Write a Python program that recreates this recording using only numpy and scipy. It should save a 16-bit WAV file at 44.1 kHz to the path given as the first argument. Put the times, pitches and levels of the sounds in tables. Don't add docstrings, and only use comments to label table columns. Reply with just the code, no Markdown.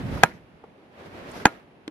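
import sys
import numpy as np
from scipy import signal
from scipy.fft import rfft, irfft
from scipy.io import wavfile
from scipy.ndimage import uniform_filter1d

SR = 44100
rng = np.random.default_rng(int(sys.argv[2]) if len(sys.argv) > 2 else 0)


def master(y):
    cut = np.clip(np.atleast_2d(y).T, -1, 1)
    pcm = np.round(cut * 32767)
    wavfile.write(sys.argv[1], SR, pcm.astype(np.int16))


N = 83790
T = np.arange(N) / SR
AGE = np.arange(SR // 5) / SR
LOG_HZ = np.log(np.arange(N // 2 + 1) * SR / N + 1)
CONTACT_S = 0.00042

# t/s, level/dB, main note f/Hz, gain/dB, upper note f/Hz, gain/dB, crack gain/dB,
# thud f/Hz, level/dB, t60/s, rebound delay/s, gain/dB, scatter level/dB (gains add to the blow's level)
BLOWS = [(0.2345, 9.5, 793.7, 2.5, 1289, -3.5, -5.5, 161.2, -9.5, 0.039, 0.01, -32, -19),
         (1.4550, 8, 862, 1.5, 1434, -16.5, -8, 201.8, 1, 0.015, .0120, -19.5, -21)]


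def undb(db):
    return 10 ** (np.asarray(db) / 20)


def pan(db):
    return undb(np.array([[1], [-1]]) * db / 2)


def along_hz(points):
    hz, value = np.array(points, float).T
    return np.interp(LOG_HZ, np.log(hz), value)


def colour(x, points):
    gain = undb(along_hz(points))
    return irfft(rfft(x) * gain / np.sqrt(np.mean(gain ** 2)), N)


def noise(points):
    # f/Hz, correlation (negatives count as 0)
    likeness = [(60, 0.73), (220, .92), (600, 0.55), (1400, -0.27), (8000, .02)]
    # f/Hz, left minus right/dB
    balance = [(60, -4), (500, 0.2), (2000, -2.5), (5000, -1.5), (11000, 4.5)]
    mid, side = rfft(rng.standard_normal((2, N)))
    alike = np.clip(along_hz(likeness), 0, 1)
    pair = mid * np.sqrt((1 + alike) / 2) + np.array([[1], [-1]]) * side * np.sqrt((1 - alike) / 2)
    return colour(irfft(pair * pan(along_hz(balance)), N), points)


def wander(rate):
    step = int(SR / rate)
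    return uniform_filter1d(np.repeat(rng.standard_normal(N // step + 1), step), step)[:N]


def fader(points):
    return undb(np.interp(T, *np.array(points).T))


def burst(rise, t60, age=AGE):
    return (1 - np.exp(-age / rise)) * np.exp(-np.log(1000) * age / t60)


def ring(hz, rise, t60, right_lag_s=.00007):
    age = np.maximum(AGE - np.array([[0], [right_lag_s]]), 0)
    return burst(rise, t60, age) * np.sin(2 * np.pi * hz * age)


def puff(source, rise, t60):
    i = rng.integers(N - len(AGE))
    return source[:, i:i + len(AGE)] * burst(rise, t60)


def add(out, start, sound):
    i = int(start * SR)
    out[:, i:i + sound.shape[-1]] += sound[..., :N - i]


def swings(flutter_db=1.77):
    # t/s, level/dB
    rush_swell = [(0, -37), (.1, -41), (.17, -35.5), (.22, -37), (.3, -43.5), (.42, -65), (.88, -62),
                  (1.0, -46.5), (1.1, -46.5), (1.2, -43), (1.32, -40.5), (1.41, -38), (1.48, -47.5),
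                  (1.56, -47.5), (1.65, -64.5), (1.9, -68)]
    # f/Hz, level/dB
    rush_eq = [(30, -12), (110, -4), (300, 0.5), (550, -1), (1000, -7), (2000, -10.5), (4000, -21.5),
               (8000, -36), (10000, -37.5), (12700, -36), (13600, -67.5)]
    # t/s, level/dB
    sleeve_swell = [(0, -78), (.08, -68), (.17, -53), (.23, -59), (.3, -59.5), (.4, -81), (.95, -99),
                    (1.05, -67), (1.24, -84), (1.29, -59), (1.4, -51), (1.45, -64), (1.53, -69.5),
                    (1.62, -92)]
    # f/Hz, level/dB
    sleeve_eq = [(1000, -9.5), (3000, 3), (5500, 7), (8200, -8), (10000, -2), (12700, -3.5), (13600, -36.5)]
    swish = noise(rush_eq) * fader(rush_swell) + noise(sleeve_eq) * fader(sleeve_swell)
    return swish * undb(flutter_db * wander(39))


def wind(gust_db=2.5):
    # t/s, level/dB
    strength = [(0, -32), (.11, -30), (.19, -34), (.27, -44.5), (.42, -54), (.95, -78.5), (1.06, -51.5),
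                (1.38, -55.5), (1.6, -66)]
    # f/Hz, level/dB
    rumble_eq = [(20, -15.5), (60, 2), (170, 4), (280, -1), (450, -25), (1200, -48.5)]
    return noise(rumble_eq) * fader(strength) * undb(gust_db * wander(37))


def open_air(level_db=-54.5):
    # f/Hz, level/dB
    ambience_eq = [(20, -24.5), (50, -12), (120, -2), (380, 0), (800, -6.5), (1300, -13), (2700, -17),
                   (5000, -32), (8000, -44), (11000, -38), (13000, -51), (14000, -65)]
    return undb(level_db) * noise(ambience_eq)


def scuffs(width_octaves=0.41, flutter_db=3):
    # peak t/s, level/dB, half length/s, centre f/Hz
    swishes = [(0.177, -36.5, 0.0063, 1100), (0.317, -48, 0.0086, 1850), (0.35, -70.5, 0.017, 5900),
               (1.316, -51, 0.0047, 8150), (1.402, -37.5, 0.0031, 1386)]
    out = np.zeros((2, N))
    for t, db, half_length, hz in swishes:
        edges = np.minimum(hz * 2 ** (np.array([-.5, .5]) * width_octaves), SR / 2 - 1)
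        band = signal.butter(2, edges, "band", fs=SR, output="sos")
        grains = signal.sosfilt(band, rng.standard_normal((2, len(AGE))))
        swell = np.exp(-((AGE - AGE.mean()) / half_length) ** 2)
        add(out, t - AGE.mean(), undb(db) * grains / np.std(grains) * swell)
    return out * undb(flutter_db * wander(400))


def stone(main_hz, main_db, upper_hz, upper_db):
    # f/Hz, level/dB, t60/s, left minus right/dB
    modes = [(524, -11, 0.016, -5.5), (965, -14, 0.024, 2.5), (1154, -15.5, 0.016, 3.5),
             (1388, -10, .014, 5), (1599.5, 0.5, 0.014, -3.5), (1861, -5, 0.01, -6.5),
             (2480, -10, 0.014, 5.5), (3170, -14, 0.011, -1.5), (4480, -19, 0.004, 7.5),
             (5023, -19.5, 0.0046, 5), (6120, -18, 0.0076, 0), (6750, -22, 0.027, 1)]
    notes = [(main_hz, main_db, 0.012, -5.5), (upper_hz, upper_db, 0.014, 3)]
    return sum(undb(db) * pan(side) * ring(hz, CONTACT_S, t60) for hz, db, t60, side in notes + modes)


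def hammer(crack_t60=0.012, bite_lead_s=0.004, bite_db=-22.5, thud_lag_s=.0015, scatter_rise_s=0.0026):
    # f/Hz, level/dB
    crack_eq = [(100, -6.5), (700, -1), (1800, 12.5), (3500, -8), (7000, -21.5), (12000, -11), (16000, -37)]
    # f/Hz, level/dB
    scatter_eq = [(40, -11), (120, -0.5), (300, -4.5), (550, -0.5), (950, -2), (1600, -10.5), (2500, -12),
                  (4000, -28), (8000, -35.5), (11500, -28.5), (14000, -56.5)]
    # f/Hz, level/dB, t60/s
    head_modes = [(947, -26.5, 0.12), (1267, -25.5, .09), (1410, -25.5, 0.13), (1668, -21, .07),
                  (1803, -31, 0.11), (2300, -36, .1), (2520, -40.5, .12), (4050, -42, .13)]
    out, crack, scatter = np.zeros((2, N)), noise(crack_eq), noise(scatter_eq)
    head = sum(undb(db) * ring(hz, CONTACT_S, t60) for hz, db, t60 in head_modes)
    for (t, db, main_hz, main_db, upper_hz, upper_db, crack_db,
         thud_hz, thud_db, thud_t60, rebound_s, rebound_db, scatter_db) in BLOWS:
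        blow = stone(main_hz, main_db, upper_hz, upper_db)
        blow += undb(crack_db) * puff(crack, CONTACT_S, crack_t60)
        add(out, t - bite_lead_s, undb(bite_db) * puff(crack, CONTACT_S, crack_t60))
        add(out, t, undb(db) * blow + head)
        add(out, t + rebound_s, undb(db + rebound_db) * blow)
        thud = pan(db=-5) * ring(thud_hz, rise=0.00097, t60=thud_t60)
        add(out, t + thud_lag_s, undb(thud_db) * thud)
        near_tail = puff(scatter, scatter_rise_s, t60=0.097)
        far_tail = undb(-25.5) * puff(scatter, scatter_rise_s, t60=.4)
        add(out, t, undb(scatter_db) * (near_tail + far_tail))
    return out


def grit(chips_per_s=350, fade_s=.07, level_db=-46.5, size_spread_db=7):
    # f/Hz, level/dB
    chip_eq = [(300, -16), (1900, 11.5), (4000, -9.5), (8000, -19), (11500, -16.5), (12800, -14),
               (13600, -48.5)]
    spray = sum((T > t) * np.exp(-np.abs(T - t) / fade_s) for t, *_ in BLOWS)
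    landings = rng.random((2, N)) < chips_per_s / SR
    clicks = landings * undb(size_spread_db * rng.standard_normal((2, N)))
    return undb(level_db) * colour(clicks / np.std(clicks) * spray, chip_eq)


def loose_pieces(rise_s=.0008, low_cut_hz=130):
    # t/s, level/dB, note f/Hz, t60/s, clack f/Hz, clack gain/dB, tick gain/dB, crunch gain/dB
    knocks = [(0.6389, -37, 441.4, 0.041, 834, 3.5, -21, -6.5),
              (0.688, -47, 206.2, .04, 417, -12, -28, -18.5),
              (1.467, -18.5, 307, 0.057, 953, -5.5, -14.5, -7),
              (1.8780, -22.5, 309.6, 0.046, 418, -5.5, -1, -17.5)]
    # f/Hz, level/dB
    tick_eq = [(200, -12), (900, -9.5), (2000, 4), (2600, -2.5), (3600, -3.5), (7000, -14.5), (12000, -22),
               (14000, -31.5)]
    # f/Hz, level/dB
    crunch_eq = [(150, -10.5), (400, -3.5), (800, 5.5), (1700, -7), (3000, -18.5), (8000, -38.5),
                 (13000, -41)]
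    out, contact, soil = np.zeros((2, N)), noise(tick_eq), noise(crunch_eq)
    for t, db, hz, t60, clack_hz, clack_db, tick_db, crunch_db in knocks:
        note = ring(hz, rise_s, t60)
        clack = undb(clack_db) * ring(clack_hz, rise_s, t60=0.024)
        tick = undb(tick_db) * puff(contact, rise_s, t60=0.01)
        crunch = undb(crunch_db) * puff(soil, rise_s, t60=0.055)
        add(out, t, undb(db) * (note + clack + tick + crunch))
    return signal.sosfilt(signal.butter(2, low_cut_hz, "high", fs=SR, output="sos"), out)


def scene():
    return hammer() + grit() + loose_pieces() + scuffs() + swings() + wind() + open_air()


def record(dry, knee=6.0, low_cut_hz=30, top_hz=13050):
    clipped = dry / (1 + np.abs(dry) ** knee) ** (1 / knee)
    low_cut = signal.butter(1, low_cut_hz, "high", fs=SR, output="sos")
    high_cut = signal.ellip(8, .2, 60, top_hz, fs=SR, output="sos")
    return signal.sosfilt(high_cut, signal.sosfilt(low_cut, clipped))


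dry = scene()
out = record(dry)
master(out)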